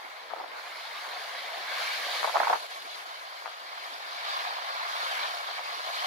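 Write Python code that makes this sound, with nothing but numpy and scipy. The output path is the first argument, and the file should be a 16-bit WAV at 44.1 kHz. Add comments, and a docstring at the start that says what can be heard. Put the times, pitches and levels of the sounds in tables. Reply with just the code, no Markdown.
"""A rocky coast with a jetty in storm surf, heard through two spaced microphone ports.
Waves roar on the rocks to the right, burst on the jetty ahead and fall back as spray: shaped noise plus
ringing bubbles, one band per pocket or droplet size. Gusts flutter as lumpy noise unrelated at the two ports,
pop as short pressure jolts on one port, and thud as slower ones on both; one pair of jolts is only faint chance
flecks of noise. The camera's steep wind filter leaves only their upper part; the spectra already carry it."""
import sys
import numpy as np
from scipy import signal
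from scipy.fft import rfft, irfft, next_fast_len
from scipy.io import wavfile
from scipy.ndimage import uniform_filter1d, map_coordinates

SR = 44100
rng = np.random.default_rng(int(sys.argv[2]) if len(sys.argv) > 2 else 0)


def int16_out(signal):
    """Quantize to a 16-bit WAV file."""
    q = np.round(np.clip(np.atleast_2d(signal).T, -1, 1) * 32767)
    wavfile.write(sys.argv[1], SR, q.astype(np.int16))


N = 267246

# Surf strength: time_s, foam_db, then relative to foam: spray_db, crash_db, roar_db
SURF_LEVELS = [(0, -50, -12, 2.5, 3.5), (.46, -51, -14.5, 1, 3.5), (.6, -48.5, -11.5, 3.5, 4.5),
               (.85, -44.5, -13.5, 0, 1), (1.07, -44, -11.5, 1.5, 4), (1.15, -42.5, -13, -2, 3),
               (1.4, -43, -12.5, 1, 0.5), (1.65, -41.5, -14.5, 0, 0.5), (1.72, -39.5, -13, 1, 1.5),
               (1.78, -37, -12, 2, 0), (1.87, -35.5, -13, 0, -0.5), (1.94, -36, -12, 1, -5.5),
               (2.05, -37, -13.5, -1, -3.5), (2.16, -35, -10.5, -2.5, -2), (2.3, -39, -9, -0.5, -5),
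               (2.45, -39.5, -10.5, 1, 1), (2.62, -42.5, -9, -5, 0.5), (2.8, -45.5, -9.5, -1.5, 0.5),
               (3, -44.5, -10.5, -1.5, 2.5), (3.15, -47, -10, -1.5, 3), (3.62, -48, -13.5, -1, 3.5),
               (3.88, -43.5, -15.5, -0.5, 3), (4, -45, -14, -1, 3.5), (4.15, -42, -16.5, -3, 1.5),
               (4.3, -37.5, -16, -1.5, 2), (4.45, -39.5, -15, -0.5, 3), (4.6, -41, -18.5, -1.5, 3.5),
               (4.72, -41, -16, -1, 5.5), (4.85, -40, -14, -1, 5.5), (4.95, -38.5, -14.5, -1.5, 5.5),
               (5.05, -37.5, -13.5, -1, 4.5), (5.17, -37.5, -14, 1.5, 2.5), (5.25, -36, -15, -4.5, 3.5),
               (5.31, -39, -14.5, -1.5, 3.5), (5.42, -42, -12, -2, 2.5), (5.6, -41.5, -14, 0.5, 2.5),
               (5.8, -40.5, -13, -2.5, 2.5), (6.06, -36, -13.5, -1.5, 2)]
# Brief dips of roar, crash, foam and spray: time_s, depth_db
SURF_DIPS = [(2.68, 4), (3.05, 3), (5.62, 4)]
DIP_SIDE_S = 0.016  # to 1/e of the depth, each side
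# Gain of the roar's deep part: time_s, gain_db
ROAR_DEEP_GAIN = [(0, -0.5), (.5, 3), (.9, -2.2), (1.3, 0.5), (1.65, 2), (1.85, 0), (2.1, 4.5), (2.7, 0.5),
                  (3.3, -1.5), (3.9, -0.5), (4.2, -1.7), (4.5, 2), (4.8, -2.5), (5.1, -4.5), (5.25, -0.8),
                  (5.6, -0.5), (6.06, -1.2)]
ROAR_DEEP_HZ = 875
# Water power arriving from the jetty instead of the rocks: time_s, share_0_to_1
JETTY_SHARE = [(0, .3), (.55, .3), (.7, .65), (1.3, .55), (1.6, .5), (2.2, .55), (2.6, .08), (6.06, .08)]
# Wave booming against the jetty wall: time_s, level_db
BOOM_LEVELS = [(0, -77), (.28, -61), (.35, -52), (.47, -61), (.55, -56.5), (.8, -66), (1.1, -57.5),
               (1.4, -56), (1.8, -54), (2.15, -51.5), (2.5, -51), (2.6, -66), (3, -69), (6.06, -59.5)]

# Relative water spectra, microphone colour included: pitch_hz, density_db_per_hz
ROAR_SPECTRUM = [(50, -80), (100, -53), (250, -35), (450, -21.5), (560, -10.5), (700, -0.5), (850, -4),
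                 (1100, -0.5), (1400, -3.5), (1900, -11), (3000, -47)]
CRASH_SPECTRUM = [(300, -90), (800, -52), (1300, -7), (1600, 8.5), (1900, 4.5), (2250, 8.5), (2450, 2),
                  (2700, -1), (3400, -21.5)]
FOAM_SPECTRUM = [(500, -90), (1500, -43), (2500, -11), (3000, -6), (3600, -4.5), (4400, -4), (5200, -11.5),
                 (6500, -26), (8000, -32.5), (11000, -58)]
SPRAY_SPECTRUM = [(1500, -68), (4000, -9.5), (6500, 8), (8200, -3), (9500, 2.5), (10600, 4), (12500, -0.5),
                  (14500, -5), (15700, -16), (17000, -34)]
BOOM_SPECTRUM = [(60, -70), (150, -33), (240, -14.5), (370, -15), (480, 2.5), (580, 4), (800, -33)]
# Likeness of the two ports per source: pitch_hz, likeness_0_to_1
ROCKS_LIKENESS = [(300, .75), (600, .9), (1400, .85), (1900, .35), (2200, .4), (2600, .05), (3200, .45),
                  (4000, .25), (6000, .12)]
JETTY_LIKENESS = [(500, .95), (1000, .6), (1400, 0), (2100, .95), (2600, .1), (3400, .8), (4400, .5),
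                  (5000, .1), (12000, .2)]
BOOM_LIKENESS = [(150, .4), (450, .95)]
# Port colour difference: pitch_hz, left_minus_right_db
PORT_COLOUR = [(500, 0.5), (1200, 1), (2000, 0), (4500, 0), (6200, -2.5), (8500, -0.5)]
ROCKS_LEFT_LAG_MS = 0.349
PORT_HALVES = np.array([[.5], [-.5]])  # splits a left-minus-right value between left and right

# Relative wind spectra, small eddies and slow ones: pitch_hz, density_db_per_hz
EDDY_SPECTRUM = [(60, -84), (200, -47), (400, -21.5), (660, -1.5), (900, -2.5), (1300, -5.5), (1800, -13.5),
                 (2800, -29), (5000, -51), (12000, -74)]
THUD_SPECTRUM = [(25, -58), (100, -26), (160, -20), (250, -11), (420, 0.5), (540, 1), (900, -42)]
# Gusts on the ports: start_s, hold_s, flutter_db, left_minus_right_db
GUST_EVENTS = [(0.32, 0.05, -48, 0), (.39, .09, -47, 2), (0.537, 0.048, -47.5, -4),
               (1.168, 0.034, -61, -10), (2.24, 0.015, -40, -8), (2.277, 0.028, -37, -6),
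               (2.354, 0.047, -37.5, 12), (2.408, 0.034, -37.5, 8), (2.472, .015, -33, 2),
               (2.502, 0.015, -37, 5), (2.532, .008, -38, 5), (2.555, .01, -40, 0),
               (3.445, 0.018, -47.5, 0), (5.485, 0.033, -48, -5), (5.582, 0.017, -49, -14),
               (5.688, 0.031, -43, 6), (5.958, .11, -56, 13)]
GUST_ATTACK_S, GUST_RELEASE_S = .006, .016  # to 1/e
BREEZE_DB, BREEZE_SWING_DB = -53.5, 2.5
GUST_BUFFET_DB = -19  # relative to the gust's flutter
BREEZE_BUFFET_DB = -63

# Short jolts: wind pops, except the pair at 5.4431 and 5.4433 s: faint chance flecks of noise on both ports.
# time_s, port (-1 left, 1 right), peak_db before JOLT_TRIM_DB, nominal length_ms, pitch_hz,
# edge_db (treble over body, nominal)
JOLT_EVENTS = [(0.3029, -1, -30.5, 1.4, 1210, -6), (0.3084, -1, -30.0, 2.8, 1280, -7),
               (0.312, -1, -31.5, 3.4, 870, -22), (0.316, -1, -30.0, 3.1, 890, -6),
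               (0.3198, -1, -34.5, 1.9, 1150, -22), (0.3282, -1, -32.0, 3.3, 930, -10),
               (0.3377, -1, -19.0, 3.1, 820, -17), (0.3467, 1, -30.0, 2.1, 790, -22),
               (0.3621, 1, -32.5, 3.4, 760, -22), (0.3656, 1, -32.5, 2.5, 1020, -22),
               (0.3732, 1, -34.0, 2.6, 770, -22), (0.3838, -1, -32.5, 2.5, 690, -22),
               (0.4009, 1, -29.5, 3.0, 740, -22), (0.4023, -1, -24.0, 2.4, 810, -22),
               (0.4074, 1, -33.0, 3.2, 770, -22), (0.408, -1, -33.0, 3.9, 860, -7),
               (0.4136, -1, -29.0, 2.9, 780, -22), (0.4186, -1, -31.0, 1.7, 1050, -22),
               (0.4393, -1, -30.5, 2.7, 780, -22), (0.4454, 1, -28.0, 3.1, 760, -22),
               (0.462, -1, -29.0, 1.7, 940, -16), (0.5618, 1, -29.5, 3.0, 810, -12),
               (0.597, 1, -29.0, 2.4, 1000, -22), (2.2309, -1, -14.5, 1.6, 950, -8),
               (2.2444, -1, -15.0, 4.0, 1040, -13), (2.2459, 1, -12.0, 2.7, 960, -14),
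               (2.2519, -1, -15.5, 3.0, 1030, -22), (2.2576, -1, -20.0, 1.8, 990, -22),
               (2.2759, -1, -19.0, 4.5, 840, -22), (2.2869, -1, -20.0, 1.7, 1370, -6),
               (2.2962, -1, -16.5, 2.1, 960, -22), (2.3448, 1, -20.0, 4.0, 840, -22),
               (2.3488, 1, -19.0, 5.1, 690, -12), (2.3514, -1, -21.5, 3.0, 740, -22),
               (2.3527, 1, -18.5, 4.2, 900, -22), (2.3576, 1, -8.5, 2.4, 910, -18),
               (2.3585, -1, -14.5, 5.3, 890, -22), (2.3634, -1, -12.0, 2.1, 880, -22),
               (2.364, 1, -13.0, 2.0, 1010, -22), (2.3689, 1, -16.5, 2.4, 1200, -13),
               (2.3705, -1, -8.5, 1.7, 1050, -13), (2.3768, 1, -21.5, 1.6, 1110, -15),
               (2.3801, -1, -18.5, 1.7, 1070, -13), (2.383, 1, -21.0, 4.0, 870, -22),
               (2.402, 1, -14.5, 3.5, 840, -15), (2.403, -1, -15.5, 3.2, 870, -22),
               (2.4054, 1, -15.5, 2.1, 860, -22), (2.4089, 1, -19.0, 2.9, 800, -22),
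               (2.417, 1, -16.0, 3.3, 960, -22), (2.4177, -1, -20.0, 4.9, 990, -22),
               (2.4238, 1, -24.5, 4.3, 1000, -22), (2.4293, 1, -20.5, 2.0, 890, -22),
               (2.4317, -1, -22.0, 4.2, 840, -22), (2.4335, 1, -14.0, 3.6, 920, -12),
               (2.4488, -1, -16.5, 1.7, 980, -12), (2.4502, 1, -24.5, 1.7, 1180, -9),
               (2.4542, 1, -21.0, 2.2, 1110, -6), (2.4636, 1, -22.5, 1.8, 1110, -22),
               (2.4717, 1, -15.0, 4.6, 910, -13), (2.4735, -1, -13.5, 2.7, 890, -19),
               (2.4765, 1, -21.5, 5.8, 880, -13), (2.4806, -1, -16.5, 4.2, 920, -8),
               (2.4819, 1, -18.0, 2.0, 1180, -12), (2.4944, 1, -21.5, 1.8, 910, -10),
               (2.4994, -1, -13.0, 3.4, 860, -9), (2.4995, 1, -13.0, 3.9, 780, -13),
               (2.5033, -1, -16.5, 3.1, 820, -22), (2.5035, 1, -17.0, 2.5, 870, -20),
               (2.5074, -1, -15.5, 2.0, 840, -22), (2.5106, 1, -14.0, 2.3, 920, -20),
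               (2.5115, -1, -21.0, 1.8, 920, -22), (2.5169, 1, -22.5, 4.0, 1000, -22),
               (2.5181, -1, -22.0, 2.7, 1030, -14), (2.5297, 1, -14.0, 3.0, 1020, -20),
               (2.5307, -1, -14.5, 3.8, 780, -21), (2.5335, 1, -11.5, 2.0, 870, -14),
               (2.5359, -1, -15.5, 2.2, 1030, -18), (2.5379, 1, -14.5, 2.5, 1000, -13),
               (2.5416, 1, -22.0, 4.2, 860, -22), (2.5457, 1, -23.0, 4.3, 740, -22),
               (2.5541, 1, -23.5, 2.9, 730, -13), (2.5591, -1, -21.0, 1.9, 970, -12),
               (3.4599, -1, -20.0, 1.7, 970, -7), (3.4669, -1, -23.0, 1.6, 970, -7),
               (3.4781, -1, -25.5, 2.2, 1090, -7), (4.5839, 1, -23.5, 1.9, 880, -22),
               (4.5892, 1, -27.0, 3.1, 930, -22), (5.3708, 1, -28.0, 1.8, 960, -22),
               (5.4431, 1, -26.5, 2.2, 1390, -22), (5.4433, -1, -27.0, 2.1, 1300, -15),
               (5.4828, -1, -26.5, 1.8, 1160, -9), (5.4895, -1, -26.5, 1.8, 940, -8),
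               (5.5116, -1, -22.0, 1.8, 1020, -8), (5.5937, -1, -26.0, 3.4, 920, -20),
               (5.8876, -1, -26.0, 2.1, 1000, -22), (5.9029, -1, -26.5, 5.3, 1140, -22)]
JOLT_TRIM_DB = -0.1
PLAIN_EDGE_DB = -15  # this edge leaves the eddy spectrum untilted
SINGLE_STEP_MS = 2.0  # up to here a jolt is one step with no wake
FOCUS_DB, FOCUS_OCTAVES = 7, .3  # boost at the jolt's own pitch
FOCUSED_MS = 3  # shorter jolts are broader clicks
SUDDENNESS = .55  # 1: only rings out; 0: swells as long as it fades
WAKE_DB, WAKE_S = -12, .004
LEAK_DB, LEAK_HZ = -10, 800  # through the body to the far port

# Single slow eddies: time_s, level_db
THUD_EVENTS = [(.324, -46), (.385, -46), (.44, -52), (.67, -55), (1.082, -47), (1.179, -46), (2.071, -44),
               (2.16, -53), (2.231, -41), (2.279, -44), (2.511, -39), (4.59, -58), (4.831, -50),
               (5.033, -38), (5.385, -48), (5.889, -54)]
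THUD_S = .0012  # to 1/e, each side, before colouring

TOP_HZ, BASS_CUT_HZ = 15730, 90


def amp(db):
    """Decibels to amplitude."""
    return 10 ** (np.asarray(db) / 20)


def unit(x):
    """Scale to RMS 1."""
    return x / np.sqrt(np.mean(x ** 2) + 1e-20)


def along(points, hz):
    """Interpolate (pitch_hz, value) points on a log frequency axis."""
    point_hz, value = np.transpose(points)
    return np.interp(np.log(hz + 1), np.log(point_hz + 1), value)


def curves(rows):
    """One value per sample for each column after the time."""
    time_s, *columns = np.transpose(rows)
    t = np.arange(N) / SR
    return [np.interp(t, time_s, column) for column in columns]


def wobble(rate_hz):
    """Smooth random curve with rate_hz knots a second."""
    knots = rng.standard_normal(int(N * rate_hz / SR) + 4)
    return map_coordinates(knots, [np.arange(N) * rate_hz / SR])


def filtered(x, response):
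    """Multiply the spectrum of x by a response of frequency, real or complex."""
    size = next_fast_len(N + SR // 2)
    spectrum = rfft(x, size) * response(np.fft.rfftfreq(size, 1 / SR))
    return irfft(spectrum, size)[..., :N]


def swell(start_s, hold_s, attack_s, release_s):
    """Envelope 0 to 1: bell-shaped rise to start_s, hold, bell-shaped fall."""
    t = np.arange(N) / SR - start_s
    rise = (t.clip(None, 0) / attack_s) ** 2
    fall = ((t - hold_s).clip(0) / release_s) ** 2
    return np.exp(-rise - fall)


def bubbles(count, cycles, spread_db):
    """Bubbles ring briefly at a rising pitch; small ones are as many per octave as big ones."""
    when, pitch, size = rng.random((count, 3)).T
    hz = 500 * 14 ** pitch[:, None]
    t = np.arange(900) / SR
    age = t * hz / cycles
    tone = np.sin(2 * np.pi * hz * t * (1 + 0.0565 * age))
    ring = tone * age * np.exp(-2.5 * age) * hz / 1000
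    ring *= amp(-spread_db * np.log(size + 0.00091))[:, None]
    at = (when * N).astype(int)[:, None] + np.arange(len(t))
    return unit(np.bincount(at.ravel(), ring.ravel(), N + len(t))[:N])


def churn(patchy_db, grain_db, bubbly):
    """Bursting foam as two noises: patches in time and pitch, fast grain, near bubbles in the first."""
    bins = signal.stft(rng.standard_normal((2, N)), nperseg=512)[2]
    patches = uniform_filter1d(rng.standard_normal(bins.shape[1:]), size=2, axis=0)
    patches = uniform_filter1d(patches, size=6, axis=1)
    pair = signal.istft(bins * amp(patchy_db * unit(patches)), nperseg=512)[1][:, :N]
    if bubbly:
        pair[0] += bubbly * bubbles(count=2200, cycles=15.06, spread_db=2.0)
    return pair * amp(grain_db * wobble(150))


def placed(pair, spectrum, likeness, left_lag_ms):
    """Wide source: a mid-side mix sets the port likeness, a delay and a tilt set the side."""
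    def mid_side(hz):
        angle = np.arccos(along(likeness, hz)) / 2
        return amp(along(spectrum, hz)) * [np.cos(angle), np.sin(angle)]

    def ports(hz):
        delay = np.exp(-2j * np.pi * hz * PORT_HALVES * left_lag_ms / 1000)
        return amp(PORT_HALVES * along(PORT_COLOUR, hz)) * delay

    mid, side = filtered(pair, mid_side)
    return unit(filtered(np.array([mid + side, mid - side]), ports))


def water(level_db, spectrum, patchy_db, grain_db, surge_db, bubbly):
    """One size of bubbles, bursting independently at the rocks and the jetty."""
    ahead = curves(JETTY_SHARE)[0]
    rocks = placed(churn(patchy_db, grain_db, bubbly), spectrum, ROCKS_LIKENESS, ROCKS_LEFT_LAG_MS)
    jetty = placed(churn(patchy_db, grain_db, bubbly), spectrum, JETTY_LIKENESS, 0)
    level = amp(level_db + surge_db * wobble(12))
    return level * (np.sqrt(1 - ahead) * rocks + np.sqrt(ahead) * jetty)


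def surf():
    """Big air pockets roar, falling water crashes, foam hisses, spray fizzes, the jetty wall booms."""
    foam_db, spray_over_db, crash_over_db, roar_over_db = curves(SURF_LEVELS)
    dips_db = sum(depth_db * swell(s, 0, DIP_SIDE_S, DIP_SIDE_S) for s, depth_db in SURF_DIPS)
    foam_db = foam_db - dips_db
    roar = water(foam_db + roar_over_db, ROAR_SPECTRUM,
                 patchy_db=2.5, grain_db=1.75, surge_db=0.25, bubbly=0.27)
    deep = filtered(roar, lambda hz: 1 / (1 + (hz / ROAR_DEEP_HZ) ** 8))
    roar = roar + (amp(curves(ROAR_DEEP_GAIN)[0]) - 1) * deep
    crash = water(foam_db + crash_over_db, CRASH_SPECTRUM,
                  patchy_db=3.0, grain_db=1.0, surge_db=0.6, bubbly=0.4)
    foam = water(foam_db, FOAM_SPECTRUM,
                 patchy_db=3.0, grain_db=0.85, surge_db=0.25, bubbly=0.22)
    spray = water(foam_db + spray_over_db, SPRAY_SPECTRUM,
                  patchy_db=2.7, grain_db=1.0, surge_db=.9, bubbly=0)
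    boom_noise = churn(patchy_db=2.2, grain_db=1.1, bubbly=0)
    boom = amp(curves(BOOM_LEVELS)[0]) * placed(boom_noise, BOOM_SPECTRUM, BOOM_LIKENESS, 0)
    return roar + crash + foam + spray + boom


def eddies(spectrum, lumpy_db, swell_db):
    """Turbulent pressure in uneven lumps, unrelated at the two ports."""
    fast = np.array([wobble(90), wobble(90)])
    slow = np.array([wobble(18), wobble(15)])
    noise = filtered(rng.standard_normal((2, N)), lambda hz: amp(along(spectrum, hz)))
    return unit(amp(lumpy_db * fast + swell_db * slow) * noise)


def flutter():
    """Small eddies brush the ports; slow ones buffet faintly through the wind filter."""
    gust = np.zeros((2, N))
    for start_s, hold_s, level_db, lean_db in GUST_EVENTS:
        envelope = swell(start_s, hold_s, GUST_ATTACK_S, GUST_RELEASE_S)
        gust += amp(level_db + PORT_HALVES * lean_db) * envelope
    breeze = amp(BREEZE_DB + BREEZE_SWING_DB * wobble(3.14))
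    brush = (gust + breeze) * eddies(EDDY_SPECTRUM, lumpy_db=2.0, swell_db=3.0)
    buffet = amp(GUST_BUFFET_DB) * gust.mean(axis=0) + amp(BREEZE_BUFFET_DB + 0.85 * wobble(3.8))
    return brush + buffet * eddies(THUD_SPECTRUM, lumpy_db=3, swell_db=5)


def jolt(noise, lasting_s, gain_db):
    """Short coloured push of noise; its smoothed envelope peaks at 1 in the middle."""
    middle = len(noise) // 2
    t = (np.arange(len(noise)) - middle) / SR
    # Folded cepstrum: gives the colour its minimum phase
    cepstrum = irfft(gain_db * np.log(10) / 20)
    cepstrum[1:middle] *= 2
    cepstrum[middle + 1:] = 0
    colour = rfft(cepstrum)
    burst = noise * np.exp(-(t / lasting_s) ** 2)
    push = irfft(rfft(burst) * np.exp(colour.real + 1j * SUDDENNESS * colour.imag))
    power = uniform_filter1d(np.abs(signal.hilbert(push)) ** 2, size=50)
    return np.roll(push, middle - power.argmax()) / np.sqrt(power.max())


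def pops_and_flecks():
    """Wind pops: a strong eddy jolts one port in one or more steps, a weak wake behind; flecks likewise."""
    out = np.zeros((2, N))
    size = 2048
    hz = np.fft.rfftfreq(size, 1 / SR)
    eddy_db = along(EDDY_SPECTRUM, hz)
    noises = rng.standard_normal((len(JOLT_EVENTS), 2, size))
    for (s, port, peak_db, length_ms, pitch_hz, edge_db), noise in zip(np.array(JOLT_EVENTS), noises):
        tilt_db = (edge_db - PLAIN_EDGE_DB) * np.log2((hz + 1) / 1100).clip(0, 1)
        octaves_off = np.log2((hz + 1) / pitch_hz)
        focus = min(length_ms / FOCUSED_MS, 1) ** 2
        focus_db = FOCUS_DB * focus * np.exp(-(octaves_off / FOCUS_OCTAVES) ** 2)
        lasting_s = 3e-5 + max(length_ms - SINGLE_STEP_MS, 0) / 1100
        push = jolt(noise[0], lasting_s, eddy_db + tilt_db + focus_db)
        wake = np.roll(jolt(noise[1], WAKE_S, eddy_db), round(WAKE_S * SR / 2))
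        wake = wake * np.clip(length_ms - SINGLE_STEP_MS, 0, 1)
        start = round(s * SR) - size // 2
        out[int(port > 0), start:start + size] += amp(peak_db + JOLT_TRIM_DB) * (push + amp(WAKE_DB) * wake)
    leak = filtered(out[::-1], lambda hz: 1 / (1 + 1j * hz / LEAK_HZ))
    return out + amp(LEAK_DB) * leak


def thuds():
    """Single slow eddies push on both ports, with unrelated noise at each."""
    out = np.zeros((2, N))
    size = 4096
    colour_db = along(THUD_SPECTRUM, np.fft.rfftfreq(size, 1 / SR))
    noises = rng.standard_normal((len(THUD_EVENTS), 2, size))
    for (s, level_db), noise in zip(THUD_EVENTS, noises):
        start = round(s * SR) - size // 2
        for port in range(2):
            out[port, start:start + size] += amp(level_db) * jolt(noise[port], THUD_S, colour_db)
    return out


def scene():
    """Sum of surf, wind and flecks."""
    return surf() + flutter() + pops_and_flecks() + thuds()


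def record(dry):
    """The camera rolls off deep bass and keeps nothing above its band limit."""
    return filtered(dry, lambda hz: (hz < TOP_HZ) / (1 + (BASS_CUT_HZ / (hz + 1)) ** 2))


dry = scene()
out = record(dry)
int16_out(out)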